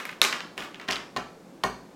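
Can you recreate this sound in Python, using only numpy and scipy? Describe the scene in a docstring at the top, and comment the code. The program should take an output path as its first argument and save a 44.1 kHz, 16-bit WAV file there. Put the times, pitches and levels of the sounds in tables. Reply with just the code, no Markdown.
"""Hard acorn caps are dropped, nudged and set down on a wooden table, close to the microphone.
Each touch gives a tick, a very short ring of the cap and a falling chirp as the table top bends.
Caps pressed down by the fingers also knock the whole table, and one cap scrapes briefly along the wood.
The room echoes each sound over a low hum of air."""
import sys
import numpy as np
from scipy import signal
from scipy.fft import rfft, irfft
from scipy.io import wavfile

SR = 44100
rng = np.random.default_rng(int(sys.argv[2]) if len(sys.argv) > 2 else 0)


def inscribe(sig):
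    """Save sig as 16-bit PCM at rate SR to the path in sys.argv[1].

    A 1-D sig is mono; a 2-D sig holds one channel per row.
    Samples are clipped to [-1, 1] before scaling.
    """
    pcm = np.round(np.clip(np.atleast_2d(sig).T, -1, 1) * 32767)
    wavfile.write(sys.argv[1], SR, pcm.astype(np.int16))


N = 85995
LEAD = SR // 4  # extra samples before the sound starts


def from_db(db):
    """Turn decibels into a number to multiply by."""
    return 10 ** (np.asarray(db) / 20)


def at_hz(points, hz):
    """Read between a table's rows, giving each octave the same room."""
    p = np.array(points, float)
    return np.interp(np.log(np.maximum(hz, 1)), np.log(p[:, 0]), p[:, 1])


def fade(t, t60):
    """Die away by 60 dB in t60 seconds: the "fade" column of the tables."""
    return np.exp(-np.log(1000) * t / t60)


def unit(x):
    """Scale a sound to an energy of 1."""
    return x / np.sqrt(np.sum(x * x))


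def colour(x, points):
    """Make a sound's lows and highs as strong as a table says."""
    n = 2 * len(x)
    gain = from_db(at_hz(points, np.fft.rfftfreq(n, 1 / SR)))
    cepstrum = irfft(np.log(gain))
    # fold the filter so that nothing sounds before its cause
    cepstrum[1:n // 2] *= 2
    cepstrum[n // 2 + 1:] = 0
    return irfft(rfft(x, n) * np.exp(rfft(cepstrum)))[:len(x)]


def burst(points, t60):
    """A short crack in two forms: grainy from close by, smooth as it spreads into the room."""
    t = np.arange(int(t60 * SR) + SR // 50) / SR
    grains = np.sign(rng.random(SR // 4) - .5)[:len(t)]
    click = 1.0 * (t == 0)
    return unit(colour(grains * fade(t, t60), points)), unit(colour(click, points))


def add(out, start_s, sound):
    """Mix a sound in at a given time."""
    i = max(int(start_s * SR) + LEAD, 0)
    out[i:i + len(sound)] += sound[:len(out) - i]


# tone of the air's noise: f/Hz, level/dB
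AIR_TONE = [(20, -21), (60, -17), (90, -21), (130, -9), (190, -1.5), (280, -1), (420, -3), (700, -8),
            (1000, -13), (1500, -19), (3000, -25.5), (7000, -29.5), (10000, -35), (16000, -41)]
# humming bands: f/Hz, width/Hz, level/dB
HUM_BANDS = [(178, 8, -59), (295, 14, -64)]
def air(noise_db=-49.5):
    """Steady room noise with two narrow bands that hum."""
    n = LEAD + N
    hz = np.fft.rfftfreq(n, 1 / SR)
    out = from_db(noise_db) * unit(colour(rng.standard_normal(n), AIR_TONE))
    for centre_hz, width_hz, db in HUM_BANDS:
        peak = 1 / (1 + (2 * (hz - centre_hz) / width_hz) ** 2)
        out += from_db(db) * unit(irfft(rfft(rng.standard_normal(n)) * peak, n))
    return out * np.sqrt(n)


# the room's lingering sound: f/Hz, level/dB, fade/s
ROOM_TAIL = [(98, 4, 0.85), (300, 1.5, 0.59), (1000, 2.5, 0.46), (2000, -0.5, 0.4), (3000, 2.5, 0.33),
             (4200, -1.5, 0.52), (6500, 0, 0.38), (11000, -5.5, 0.31), (16000, -3.5, .33)]
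# echoes from near walls: t/s, level/dB
WALL_ECHOES = [(.0125, -17), (.0155, -15), (.0245, -18), (.034, -19)]
def room(x, delay_s=0.0044, rise_s=0.0013):
    """Sound bounces off the walls: a few echoes and a smooth tail in which the lows last longest."""
    t, hz = np.arange(SR) / SR, np.fft.rfftfreq(SR, 1 / SR)
    white = np.exp(2j * np.pi * rng.random(len(hz))) * np.sqrt(SR)
    onset = 1 - np.exp(-np.maximum(t - delay_s, 0) / rise_s)
    centres = np.array(ROOM_TAIL)[:, 0]
    response = np.zeros(SR)
    for (_, db, t60), share in zip(ROOM_TAIL, np.eye(len(ROOM_TAIL))):
        band = irfft(white * at_hz(np.c_[centres, share], hz), SR)
        response += from_db(db) * band * unit(onset * fade(t, t60))
    for s, db in WALL_ECHOES:
        response[int(s * SR)] += from_db(db)
    return signal.fftconvolve(x, response)[:len(x)]


# loudness of the sliding cap: t/s, level/dB
SLIDE_LEVEL = [(.57, -50), (.585, -42), (.62, -47), (.655, -45.5), (.685, -77), (.71, -77)]
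# tone of its scrape: f/Hz, level/dB
SCRAPE_TONE = [(100, -14), (300, 2), (1400, -2), (3000, -3.5), (6000, -15), (11000, -19), (16000, -24)]
def slide(slips_per_s=2500):
    """A sliding cap's scaly rim catches on the wood grain in many tiny slips."""
    n = LEAD + N
    t = (np.arange(n) - LEAD) / SR
    slips = (rng.random(n) < slips_per_s / SR) * rng.standard_normal(n)
    level_db = np.interp(t, *np.transpose(SLIDE_LEVEL), left=-200, right=-200)
    return from_db(level_db) * unit(colour(slips, SCRAPE_TONE)) * np.sqrt(n)


# slow swings of the table's frame: f/Hz, level/dB, fade/s
FRAME_NOTES = [(56.7, 0.5, .38), (121.6, -3, .25)]
# notes the table top rings with: f/Hz, level/dB, fade/s
BOARD_NOTES = [(197.9, -14.5, 0.44), (250, -11.5, 0.37), (348, -19.5, 0.41), (386.3, -9.5, 0.32),
               (432.3, -12.5, 0.38), (545.6, -11.5, 0.18), (642, -7.5, 0.21), (728, -6.5, 0.23),
               (793, -9, 0.28), (1011, -3.5, 0.16), (1054, -5, 0.23), (1076.4, 2, 0.063),
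               (1104, -10.5, 0.12), (1418, -10, 0.14), (1500, -19, 0.083), (1832, -2.5, 0.1),
               (1870, 0.5, 0.041)]
# tone of the knock: f/Hz, level/dB
KNOCK_TONE = [(40, -21), (80, -14), (130, 1.5), (230, 0.5), (450, -1.5), (750, 3.5), (1100, 1), (1900, -7),
              (2500, -26.5), (6000, -16), (12000, -34.5)]
# fingers press a cap down: t/s, knock level/dB, thump level/dB
FINGER_PRESSES = [(0.58, -37, -59), (0.8873, -26.5, -45), (1.1632, -25, -46), (1.6375, -20, -37)]
def table_knocks(knock_gain_db=16.5, board_gain_db=-3, board_rise_s=0.00074, thump_rise_s=0.035):
    """Each press knocks the wood, sets the table top ringing and makes the frame thump."""
    near, to_room = np.zeros((2, LEAD + N))
    t = np.arange(SR // 2) / SR
    thump = sum(from_db(db) * np.sin(2 * np.pi * hz * t) * fade(t, t60) for hz, db, t60 in FRAME_NOTES)
    thump *= 1 - np.exp(-t / thump_rise_s)
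    for s, knock_db, thump_db in FINGER_PRESSES:
        for out, knock in zip((near, to_room), burst(KNOCK_TONE, t60=0.041)):
            add(out, s, from_db(knock_db + knock_gain_db) * knock)
        board = np.zeros(len(t))
        for hz, db, t60 in BOARD_NOTES:
            strength = from_db(db + rng.normal(0, 1))
            board += strength * np.sin(2 * np.pi * (hz * t + rng.random())) * fade(t, t60)
        board *= 1 - np.exp(-t / board_rise_s)
        add(near, s, from_db(knock_db + board_gain_db) * board + from_db(thump_db) * thump)
    return np.array([near, to_room])


# paths through the wood, direct and from the edges: typical travel t/s at 1 kHz, level/dB
WOOD_PATHS = [(.0012, -3), (.0058, 0), (.0095, -7)]
# tone of the chirp: f/Hz, level/dB
CHIRP_TONE = [(50, -24), (100, -20.5), (200, -4.5), (400, 0.5), (750, -1.5), (1100, 4), (1900, 3.5),
              (3000, -2.5), (5000, -11.5), (12000, -30)]
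def wood_chirp():
    """A tap bends the table top; high ripples outrun low ones, so it arrives as a falling chirp."""
    n = 2048
    hz = np.fft.rfftfreq(n, 1 / SR)
    arrivals = 0
    for s, db in WOOD_PATHS:
        travel_s = s * rng.uniform(.85, 1.15)  # each tap lands on a different spot
        arrivals += from_db(db) * np.exp(-4j * np.pi * travel_s * np.sqrt(1000 * hz))
    fade_out = np.linspace(1, 0, n) ** 2
    return unit(colour(irfft(arrivals) * fade_out, CHIRP_TONE))


# notes a cap rings with: multiple of its pitch, level/dB, fade/s
CAP_NOTES = [(.7, -2, 0.0053), (1, 3.5, 0.0055), (1.16, -2.5, 0.0057), (1.6, -8.5, 0.0044),
             (2.2, -16.5, 0.004), (3.3, -33.5, 0.015)]
# tone of the rim's tick: f/Hz, level/dB
TICK_TONE = [(80, -44.5), (300, -11.5), (1000, -7), (2200, 4.5), (3300, 2.5), (5200, 7), (7500, 1.5),
             (10000, -3), (12500, -2.5), (16000, -18.5)]
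# a cap touches the table or another cap:
# t/s, ring level/dB, pitch f/Hz, tick level/dB, tick brightness/(dB per octave), chirp level/dB
CAP_TOUCHES = [ (-.04, -19, 2550, -15, 5, -16), (.0005, -31, 2100, -40, -1, -23.5),
               (.008, -30, 2170, -39, 3, -33), (0.0531, -18.5, 2230, -25, 11, -23),
               (0.092, -21, 2020, -37, 4, -24.5), (.095, -27, 2400, -44, -6, -39),
               (.113, -51, 3000, -35, 8, -48), (.128, -27.5, 2100, -52, 0, -35),
               (0.216, 4, 3650, 2, -1.5, -5.5), (0.2403, -33, 3630, -8, -0.5, -17.5),
               (.249, -11, 2900, -10.5, 3, -14.5), (0.3266, -15, 2760, -19, -5, -14.5),
               (.3305, -21, 2000, -36, 2, -22), (0.4052, -24.5, 2570, -24.5, -7.5, -22.5),
               (.578, -24.5, 2680, -22.5, -3.5, -21), (0.5821, -32, 3340, -37, 6, -49),
               (0.6057, -27, 3340, -47, -8, -36), (.622, -34, 2600, -47, -1, -23),
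               (.647, -45, 3000, -38, 5, -29.5), (0.7447, -30.5, 3000, -51, 0, -31.5),
               (.757, -38, 3350, -55, 5, -48), (.798, -26.5, 2050, -53, -6, -27),
               (.813, -35, 2370, -56, 3, -27.5), (0.8404, -44, 2400, -52, -7, -45),
               (0.8791, -32, 2850, -33, -6, -25), (0.885, -27, 3800, -35, -12, -18.5),
               (0.888, -19.5, 3100, -18.5, -7, -18), (0.903, -21, 2710, -28, -6, -49),
               (0.907, -16.5, 2700, -26, 2, -19), (.911, -18.5, 4480, -10, -4, -22),
               (0.922, -21.5, 4700, -30, -15, -21), (0.9279, -18.5, 3070, -32, -3, -22.5),
               (0.9319, -23.5, 4730, -43, 12, -37), (.958, -22.5, 3930, -33, -12, -25.5),
               (.966, -23, 3200, -25.5, -7, -24), (1.1635, -27.5, 4190, -25, -2.5, -18),
               (1.1687, -29, 3830, -40, -3, -22.5), (1.1725, -26, 4230, -26, -5, -41),
               (1.6356, -18.5, 3120, -25.5, -10, -19), (1.638, -19.5, 4200, -16.5, 2, -16)]
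def caps(tick_gain_db=4.5, chirp_gain_db=11, bright_above_hz=3500, low_cut_hz=350, ring_to_room_db=-14):
    """At each touch the hard cap rings, its rim ticks and the wood chirps."""
    rings, near, to_room = np.zeros((3, LEAD + N))
    t = np.arange(SR // 70) / SR
    for s, ring_db, pitch_hz, tick_db, brightness, chirp_db in CAP_TOUCHES:
        ring = sum(from_db(db) * np.sin(2 * np.pi * ratio * pitch_hz * t) * fade(t, t60) * (-1) ** k
                   for k, (ratio, db, t60) in enumerate(CAP_NOTES))
        add(rings, s, from_db(ring_db) * ring)
        tone = [(hz, db + brightness * max(np.log2(hz / bright_above_hz), 0)) for hz, db in TICK_TONE]
        for out, tick in zip((near, to_room), burst(tone, t60=0.011)):
            add(out, s, from_db(tick_db + tick_gain_db) * tick)
            add(out, s, from_db(chirp_db + chirp_gain_db) * wood_chirp())
    low_cut = signal.butter(2, low_cut_hz, "high", fs=SR, output="sos")
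    rings = signal.sosfilt(low_cut, rings + 1e-18)
    return np.array([near + rings, to_room + from_db(ring_to_room_db) * rings])


def scene():
    """The caps and the table, heard close by and echoed by the room, over the air's hum."""
    near, to_room = caps() + table_knocks() + slide()
    return (near + room(to_room) + air())[None, LEAD:]


def record(dry, cutoff_hz=16300, overload=.68):
    """The hardest clack overloads the microphone, and the very highest sounds are cut."""
    high_cut = signal.ellip(10, .1, 80, cutoff_hz, fs=SR, output="sos")
    heard = signal.sosfilt(high_cut, dry)
    squashed = heard / (1 + (heard / overload) ** 6) ** (1 / 6)
    return signal.sosfilt(high_cut, squashed)


dry = scene()
out = record(dry)
inscribe(out)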